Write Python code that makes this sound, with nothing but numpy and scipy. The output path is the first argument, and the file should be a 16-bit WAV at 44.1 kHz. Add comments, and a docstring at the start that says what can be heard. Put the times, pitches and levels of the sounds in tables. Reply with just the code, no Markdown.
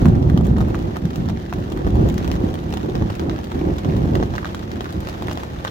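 """At a tent in steady rain, thunder rolls in several peals and dies away.
Shock fronts from the lightning channel blur with distance into boom, body and growl.
Near drops pat the taut fabric and splash; countless far ones merge into a wash.
Two spaced microphones hear the bass alike and most drops a little earlier on the left."""
import sys
import numpy as np
from scipy import signal
from scipy.fft import rfft, irfft, next_fast_len
from scipy.io import wavfile
from scipy.ndimage import uniform_filter1d, map_coordinates

SR = 44100
rng = np.random.default_rng(int(sys.argv[2]) if len(sys.argv) > 2 else 0)


def inscribe(sig):
    """Save sig as 16-bit PCM at rate SR to the path in sys.argv[1].

    A 1-D sig is mono; a 2-D sig holds one channel per row.
    Samples are clipped to [-1, 1] before scaling.
    """
    pcm = np.round(np.clip(np.atleast_2d(sig).T, -1, 1) * 32767)
    wavfile.write(sys.argv[1], SR, pcm.astype(np.int16))


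N = 251370

# peals of thunder: t/s, hold/s, body level/dB, boom over body/dB, growl over body/dB
PEALS = [(0.03, 0.022, -22, 5, -17), (0.061, 0.028, -12.5, -3, -19), (0.14, 0.085, -22, 2, -9),
         (0.259, 0.061, -19.5, 1.5, -10.5), (0.34, 0.11, -17.5, -1.5, -11.5), (0.49, 0.15, -20, 1.5, -7.5),
         (0.68, 0.2, -28.5, 2.5, 0.5), (1.04, 0.02, -23.5, -5, -14.5), (1.185, 0.019, -21, -5, -9),
         (1.25, 0.088, -22.5, -3.5, -10.5), (1.559, 0.041, -24.5, -2, -4.5), (1.73, 0.081, -34.5, 4, 8),
         (1.867, 0.026, -21.5, 6, -1.5), (1.945, 0.037, -22, 7, -0.5), (1.999, 0.063, -18.5, 1, -0.5),
         (2.09, 0.078, -23, -7, -12), (2.26, 0.1, -27, 4.5, -2), (2.4, 0.078, -29, 5, 4),
         (2.66, 0.11, -30.5, 0.5, -2), (2.851, 0.042, -27, -18, 3.5), (2.95, 0.04, -25.5, -2.5, -1),
         (3.015, 0.024, -20, 0.5, -4), (3.209, 0.12, -29.5, 2.5, 5), (3.554, 0.022, -25, 0, 0),
         (3.615, 0.061, -26.5, -6, 4.5), (3.674, 0.04, -22.5, 1, 0), (3.858, 0.275, -20.5, -2, -3.5),
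         (4.15, 0.071, -23.5, 2, 2.5), (4.28, 0.045, -29.5, 1.5, -7.5), (4.74, 0.032, -32, -1.5, 2),
         (4.96, 0.022, -27, 2, -2), (5.22, 0.12, -33, 2, 2), (5.509, 0.095, -39.5, 7, -27)]
# the heaviest close drops: t/s, pat/dB, pat pitch/Hz, splash/dB, spray/dB, side (+ left, - right)
HEAVY_DROPS = [(0.0557, -21.5, 875, -32.5, -42, .1), (0.064, -22, 1020, -49, -53, -.8),
               (0.0841, -29, 745, -39, -44, -1), (0.2986, -28.5, 1230, -37.5, -48.5, -1.1),
               (0.375, -23, 930, -30, -45, 0.72), (0.4102, -26.5, 980, -46, -50, .6),
               (0.4506, -45, 900, -51, -48, .8), (0.4678, -37, 690, -42, -44, 1),
               (0.5833, -25, 666, -38.5, -46, 0.58), (0.6061, -26, 880, -40, -46, .4),
               (0.6126, -23.5, 965, -41, -48, 0.94), (0.6844, -32, 920, -51, -50, -0.67),
               (0.7454, -25.5, 1250, -42, -52, -0.12), (0.753, -28.5, 1100, -36, -48.5, 0.66),
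               (0.9614, -33.5, 1330, -40, -51.5, .2), (0.9677, -24, 960, -37.5, -45, .7),
               (1.0529, -36, 1480, -37.5, -49, -1), (1.1577, -34, 1290, -37, -42.5, 0.61),
               (1.2874, -30, 985, -35.5, -50, .6), (1.3003, -30, 960, -35, -54, .3),
               (1.5264, -22.5, 1140, -37, -53, 0.19), (1.5363, -31, 1080, -38, -47, 0.87),
               (1.7217, -33, 955, -38, -44.5, .5), (1.867, -21.5, 745, -41, -52, .9),
               (1.8737, -27, 870, -41, -48.5, .9), (1.9549, -26, 834, -42, -49, .8),
               (2.0878, -29.5, 910, -38.5, -42, 0.8), (2.1794, -27, 1060, -30, -41, 1),
               (2.2449, -29, 1130, -34, -47, .8), (2.2767, -28, 890, -36, -42, 0.92),
               (2.3149, -29, 805, -28.5, -43, 0.25), (2.3403, -26, 770, -41, -51, 0.87),
               (2.5404, -34, 855, -37.5, -46, -1.3), (2.7251, -30, 860, -33, -47, 0.86),
               (2.7385, -26, 1040, -33, -42.5, .5), (2.7716, -24.5, 864, -34, -45, 1),
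               (2.89, -30, 725, -48, -60, 0.97), (2.9532, -23.5, 1060, -34, -48, 0.99),
               (3.0224, -23, 754, -39, -58, 0.91), (3.1025, -23.5, 930, -33.5, -49, 0.95),
               (3.1949, -29, 1110, -32, -45, -1), (3.2959, -26, 1160, -32.5, -51, -1.1),
               (3.3611, -33.5, 1350, -41, -57, 1), (3.5174, -26.5, 1080, -39, -52, 1),
               (3.782, -31, 890, -35.5, -57, 0.79), (3.8466, -29, 1020, -34.5, -51, 0.9),
               (4.1533, -19.5, 905, -30, -41.5, 1), (4.227, -18.5, 748, -36, -58, 0.94),
               (4.3386, -25, 764, -41, -62, 1), (4.3529, -26, 840, -35, -57, .7),
               (4.3808, -20.5, 1270, -39, -51, 0.91), (4.429, -26.5, 950, -54, -70, 0.74),
               (4.4458, -25.5, 1370, -35.5, -50, -.2), (4.4553, -25.5, 1190, -37, -56, .6),
               (4.5464, -27.5, 740, -34, -43, 0.25), (4.7157, -34, 1330, -36, -49, 0.72),
               (4.8071, -24.5, 900, -33, -45.5, 0.98), (4.8562, -27, 1090, -47, -57, 0.98),
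               (5.0715, -27, 1020, -35, -51, 1), (5.0869, -29, 1260, -32.5, -42.5, .7),
               (5.2226, -25, 784, -37.5, -47, .7), (5.2709, -31, 850, -37.5, -46, 1),
               (5.2835, -21.5, 1070, -38, -51, 1), (5.3123, -27.5, 940, -32.5, -45, -.2),
               (5.3297, -46, 920, -37, -43.5, 1), (5.374, -24, 710, -33, -48, .9),
               (5.4338, -25, 880, -41, -49, -0.85), (5.649, -17.5, 1020, -31.5, -46, 1),
               (5.673, -25, 1140, -41, -50, 1), (5.6777, -27.5, 890, -28, -49, .9)]
# strength of the rain: t/s, level/dB
RAIN_LEVEL = [(0.0, -45.5), (0.2, -52.5), (0.7, -50), (1.45, -50), (2.2, -47), (2.6, -48.5), (3.45, -48.5),
              (4.38, -47.5), (4.6, -48.5), (5.3, -46.5), (5.7, -49.5)]
# bright tone of fine spray: f/Hz, level/dB
SPRAY_SPECTRUM = [(4000, -37), (7000, 5), (8500, -3), (10300, -4), (12500, -1.5), (16000, -1)]
MIC_DELAY_MS = 0.41  # between the microphones, for a drop at side 1


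def thunder(right_db=0.77, echo_boom_db=-2.5, echo_growl_db=-1.5, rasp_per_growl=1.04):
    """Far parts of the channel boom, nearer ones add body, growl and rasp; all a little to the right."""
    # the deep boom: f/Hz, level/dB
    boom_spectrum = [(10, -34), (25, -19), (42, -8), (62, 2), (85, 1.5), (115, -3.5), (160, -20.5),
                     (300, -85)]
    # the body of the roll: f/Hz, level/dB
    body_spectrum = [(60, -37.5), (105, -3.5), (135, 2), (200, 2.5), (260, -2.5), (320, -24.5), (500, -76)]
    # the midrange growl: f/Hz, level/dB
    growl_spectrum = [(170, -31), (260, -2.5), (300, 3.5), (365, 2.5), (440, -7.5), (520, -8.5), (650, -15),
                      (760, -15), (1100, -21), (1800, -35.5), (4000, -91)]
    # the growl's rasping upper edge, which swells and fades with it: f/Hz, level/dB
    rasp_spectrum = [(330, -50), (430, 2), (520, 6), (620, -3), (760, 2.5), (950, -14), (1500, -40.5)]
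    boom_db, growl_db = np.transpose(PEALS)[3:, :, None]
    # the bass lingers longer; later echoes have come further and are boomier
    boom_level = roll_level(boom_db, echo_boom_db, fall_db_per_s=127, echo_gain_db_per_s=0.55)
    rasp_level = roll_level(rasp_per_growl * growl_db, rasp_per_growl * echo_growl_db)
    boom = amp(-0.34) * boom_level * rumble(boom_spectrum, window=3000)
    body = amp(-0.36) * roll_level(0, 0) * rumble(body_spectrum)
    growl = amp(-0.98) * roll_level(growl_db, echo_growl_db) * rumble(growl_spectrum)
    rasp = amp(-14.5) * rasp_level * rumble(rasp_spectrum)
    return (boom + body + growl + rasp + claps()) * amp([[-right_db], [right_db]])


def roll_level(peal_db, echo_db, attack_s=0.03, fall_db_per_s=220, echo_gain_db_per_s=0):
    """Each peal swells, holds and falls away; its power adds to that of the echoes."""
    # echoes from the land around, fading under the peals: t/s, level/dB
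    echo_level = [(0.0, -19.5), (0.95, -29.5), (1.42, -32), (2.2, -26.5), (2.7, -29.5), (3.45, -32),
                  (4.3, -30.5), (4.5, -32), (5.7, -36)]
    onset, hold, body_db = np.transpose(PEALS)[:3, :, None]
    t = np.linspace(0, N / SR, 4000)
    swell = np.clip(1 + (t - onset) / attack_s, 0, 1)
    peals = swell * amp(body_db + peal_db - fall_db_per_s * np.maximum(t - onset - hold, 0))
    echoes = amp(np.interp(t, *np.transpose(echo_level)) + echo_db + echo_gain_db_per_s * t)
    return np.interp(np.arange(N) / SR, t, np.sqrt(np.sum(peals ** 2, axis=0) + echoes ** 2))


def rumble(spectrum, count=5000, window=2000):
    """Shock fronts from all along the lightning channel, blurred by distance, at an even level."""
    # stereo image, mono in the bass and wide above: f/Hz, left-right correlation
    image = [(60, 1), (130, 0.92), (220, 0.84), (340, 0.64), (480, -0.22), (700, -0.13), (1100, -0.67)]
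    shocks = [placed(rng.uniform(0, N / SR, count), rng.normal(size=(count, 1))) for _ in range(2)]
    pair = spread(np.array(shocks), spectrum, image)
    power = uniform_filter1d(np.mean(pair ** 2, axis=0), window)
    return pair / np.sqrt(np.abs(power) + 1e-6)


def claps(cycles=0.73, level_db=-3.5, edge_db=-15, edge_ratio=2.7):
    """Each strong front is a short low push with a steep edge that swings back once or twice."""
    # shock fronts that stand out of the roll: t/s, level/dB, f/Hz
    fronts = [(0.067, 2, 172), (0.086, 0, 150), (0.275, 1.5, 114), (0.344, -1, 153), (0.395, -0.5, 170),
              (0.515, -2.5, 138), (0.62, -3, 125), (1.054, -5.5, 146), (2.008, -9.5, 161),
              (2.442, -4.5, 221), (3.288, -9.5, 240), (3.893, -5, 161), (4.041, -6, 152),
              (4.237, -5.5, 290)]
    times, db, hz = np.transpose(fronts)[:, :, None]
    t = np.arange(-SR // 50, SR // 50) / SR
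    swing = lambda f: np.cos(2 * np.pi * (f * t + rng.random(f.shape))) * np.exp(-(f * t / cycles) ** 2)
    push = swing(hz) + amp(edge_db) * swing(edge_ratio * hz)
    return placed(times[:, 0] + t[0], amp(db + level_db) * push)


def strike(drops, shared_splash=0.85, detune=0.1, size=400):
    """A drop dents the fabric (pat), bursts (splash) and throws off a fine spray."""
    # the fabric's modes under a drop: multiple of the pat pitch, level/dB, t60/s
    fabric_modes = [(.7, -9.5, 0.0062), (0.999, 14.5, 0.0032), (1.9, -10, 0.0092)]
    # wet tone of the burst: f/Hz, level/dB
    splash_spectrum = [(600, -26.5), (1700, -4.5), (2300, -3), (3100, 3), (4000, 0), (4800, -5.5),
                       (6300, -5), (8300, -37), (12000, -29)]
    times, pat_db, hz, splash_db, spray_db, lag_ms = np.transpose(drops)
    t = np.arange(size) / SR
    # a drop takes about half a millisecond to flatten; its burst peaks after one and is soon over
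    swell = 1 - np.exp(-(t / .0005) ** 2)
    puff = t ** 2 * np.exp(-t / .0005)
    burst = lambda: rng.standard_normal((len(times), size)) * puff
    chance = lambda: rng.standard_normal((len(times), 1))
    pat = 0
    for ratio, db, t60 in fabric_modes:  # every spot has its own tension and mix of modes
        decay = amp(db + 2 * chance() - 60 * t / t60)
        mode_hz = ratio * hz[:, None] * np.exp(detune * chance())
        pat += swell * decay * np.sin(2 * np.pi * mode_hz * t)
    arrivals = times - lag_ms / 2000, times + lag_ms / 2000  # left, right
    # the splash is partly the same on both sides, the spray scatters differently to each
    common = shared_splash * burst()
    pats = np.array([placed(at, levelled(pat, pat_db)) for at in arrivals])
    splashes = np.array([placed(at, levelled(common + burst(), splash_db)) for at in arrivals])
    sprays = np.array([placed(at, levelled(burst(), spray_db)) for at in arrivals])
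    wet = amp(0.03) * coloured(splashes, splash_spectrum) + amp(3.0) * coloured(sprays, SPRAY_SPECTRUM)
    # pats lean right, the wet sound leans left
    return amp(-0.63) * pats * amp([[-.7], [.7]]) + wet * amp([[.84], [-.84]])


def heavy_drops():
    """Rows for strike: the side on which a drop lands sets the delay between the microphones."""
    return np.array([(*drop, MIC_DELAY_MS * side) for *drop, side in HEAVY_DROPS])


def medium_drops(count=76, pat_db=-35.0, splash_db=-43, spray_db=-55, scatter_db=3.5, pitch_hz=950,
                 left_share=.8, bunched_share=.6, bunch_s=.035):
    """Rows for strike: many medium drops bunch with the heavy ones, the rest fall anywhere."""
    pick = (np.arange(count) + rng.random(count)) / count
    heavy_times = np.array(HEAVY_DROPS)[(pick * len(HEAVY_DROPS)).astype(int), 0]
    beside_heavy = heavy_times + bunch_s * rng.standard_normal(count)
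    times = np.where(rng.random(count) < bunched_share, beside_heavy, pick * N / SR)
    pat, pitch, wet, fine = np.clip(rng.standard_normal((4, count)), -2, 2)
    side = np.where(rng.random(count) < left_share, 1, -1)
    return np.transpose([times, pat_db + scatter_db * pat, pitch_hz * np.exp(.2 * pitch),
                         splash_db + scatter_db * wet, spray_db + scatter_db * (wet + fine),
                         MIC_DELAY_MS * side])


def patter(count=1700, pat_db=-45, splash_db=-53, spray_db=-66, pitch_hz=1000, left_share=.8):
    """Smaller drops all over the tent, most of them on its left slope."""
    times = rng.uniform(0, N / SR, count)
    weight, pitch, wet, fine, place = rng.standard_normal((5, count))
    lag_ms = np.where(rng.random(count) < left_share, .44, -.42) + .08 * place
    rain_db = curve(RAIN_LEVEL)
    size_db = 3.5 * np.minimum(weight, 1.7) + (rain_db - rain_db.mean())[(times * SR).astype(int)]
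    wet_db = size_db + 2 * wet
    return strike(np.transpose([times, pat_db + size_db, pitch_hz * np.exp(.3 * pitch),
                                splash_db + wet_db, spray_db + wet_db + 2 * fine, lag_ms]))


def droplets(drops, count=8, flight_s=0.013, level_db=-5, scatter_db=4):
    """Each close drop throws off droplets that land again within a few hundredths of a second."""
    times, _, _, _, spray_db, _ = np.repeat(drops, count, axis=0).T
    window = np.hanning(SR // 900)
    landing = times + flight_s * rng.exponential(size=len(times))
    gain = amp(spray_db + level_db + scatter_db * np.minimum(rng.standard_normal(len(times)), 2))
    envelopes = gain[:, None] * window
    ticks = [placed(landing, envelopes * rng.standard_normal(envelopes.shape)) for _ in range(2)]
    return coloured(np.array(ticks), SPRAY_SPECTRUM)


def panel_ring(drops, size=1200):
    """The taut panel's own notes colour every drop that lands on it."""
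    # modes that ring on after a drop: f/Hz, level/dB, t60/s
    panel_modes = [(750, -44, 0.023), (1976, -34, 0.0088), (2860, -44, .014)]
    t = np.arange(size) / SR
    ring = sum(amp(db - 60 * t / t60) * np.sin(2 * np.pi * hz * t) for hz, db, t60 in panel_modes)
    return signal.fftconvolve(drops, ring[None], axes=1)[:, :N]


def tent_reverb(drops, t60=0.056, rise_s=0.0014, level_db=-6, size=4000, count=24):
    """Ground and walls scatter a very short tail, a different one as the drops land here and there."""
    t = np.arange(size) / SR
    tails = rng.standard_normal((count, 2, size)) * amp(-60 * t / t60) * (1 - np.exp(-t / rise_s))
    tails /= np.linalg.norm(tails, axis=2, keepdims=True)
    out, step = np.zeros((2, N + size)), N // count + 1
    for start, tail in zip(range(0, N, step), tails):
        reflected = signal.fftconvolve(drops[:, start:start + step], tail, axes=1)
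        out[:, start:start + reflected.shape[1]] += reflected
    return amp(level_db) * out[:, :N]


def wash(level_db=9.5, flutter_db=1):
    """Far rain on ground and leaves merges into a softly fluttering hiss."""
    # tone of the far rain: f/Hz, level/dB
    spectrum = [(200, -9.5), (450, 6), (750, 4), (1100, -0.5), (1750, -6.5), (2300, -9.5), (3200, -11),
                (4700, -17), (6500, -21.5), (8300, -30.5), (10500, -32), (12500, -26), (16000, -36)]
    # its wide stereo image: f/Hz, left-right correlation
    image = [(300, 0.11), (550, 0.038), (1000, -0.77), (1450, -0.76), (1950, 0.033), (3000, -0.42),
             (6000, 0.14)]
    flutter = map_coordinates(rng.standard_normal(N // 2000 + 4), [np.arange(N) / 2000])
    hiss = spread(rng.standard_normal((2, N)), spectrum, image)
    return amp(curve(RAIN_LEVEL) + level_db + flutter_db * flutter) * hiss


def amp(db):
    """Decibels to gain."""
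    return 10 ** (np.asarray(db) / 20)


def along(points, hz):
    """Read (f/Hz, value) points on a log axis."""
    f, values = np.transpose(points)
    return np.interp(np.log(hz + 1), np.log(f + 1), values)


def curve(points):
    """Read (t/s, value) points at every sample."""
    return np.interp(np.arange(N) / SR, *np.transpose(points))


def filtered(x, response):
    """Filter x by a gain given as a function of frequency."""
    size = next_fast_len(N + SR // 2)
    return irfft(rfft(x, size) * response(np.fft.rfftfreq(size, 1 / SR)), size)[..., :N]


def coloured(x, spectrum, size=1024):
    """Causal filter of unit energy: clicks keep their sharp front."""
    cepstrum = irfft(np.log(amp(along(spectrum, np.fft.rfftfreq(size, 1 / SR)))))
    cepstrum[1:size // 2] *= 2  # fold to minimum phase
    cepstrum[size // 2 + 1:] = 0
    kernel = irfft(np.exp(rfft(cepstrum)))
    return signal.fftconvolve(x, kernel[None] / np.linalg.norm(kernel), axes=1)[:, :N]


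def spread(pair, spectrum, image):
    """Two unrelated signals become a left and right of given colour and correlation, at rms 1."""
    def mid_side_gains(hz):
        width = np.arccos(np.clip(along(image, hz), -1, 1)) / 2
        return amp(along(spectrum, hz)) * [np.cos(width), np.sin(width)]
    mid, side = filtered(pair, mid_side_gains)
    stereo = np.array([mid + side, mid - side])
    return stereo / np.sqrt(np.mean(stereo ** 2) + 1e-20)


def levelled(grains, db, span_s=.003):
    """Give each grain the energy of its level held for span_s."""
    return grains * amp(db)[:, None] * np.sqrt(span_s * SR / np.sum(grains ** 2, axis=1, keepdims=True))


def placed(times, grains):
    """Sum one grain per row at its time."""
    index = np.round(times * SR).astype(int)[:, None] + np.arange(grains.shape[1])
    inside = (index >= 0) & (index < N)
    return np.bincount(index[inside], grains[inside], N)


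def scene():
    """Thunder behind the rain on the tent."""
    near = np.vstack([heavy_drops(), medium_drops()])
    drops = amp(0.2) * strike(near) + patter()
    return thunder() + drops + panel_ring(drops) + tent_reverb(drops) + droplets(near) + wash()


def record(dry):
    """The loudest peaks are rounded off, and nothing is kept above 16 kHz."""
    rounded = dry / (1 + np.abs(dry) ** 8) ** (1 / 8)
    return filtered(rounded, lambda hz: hz < 16000)


dry = scene()
out = record(dry)
inscribe(out)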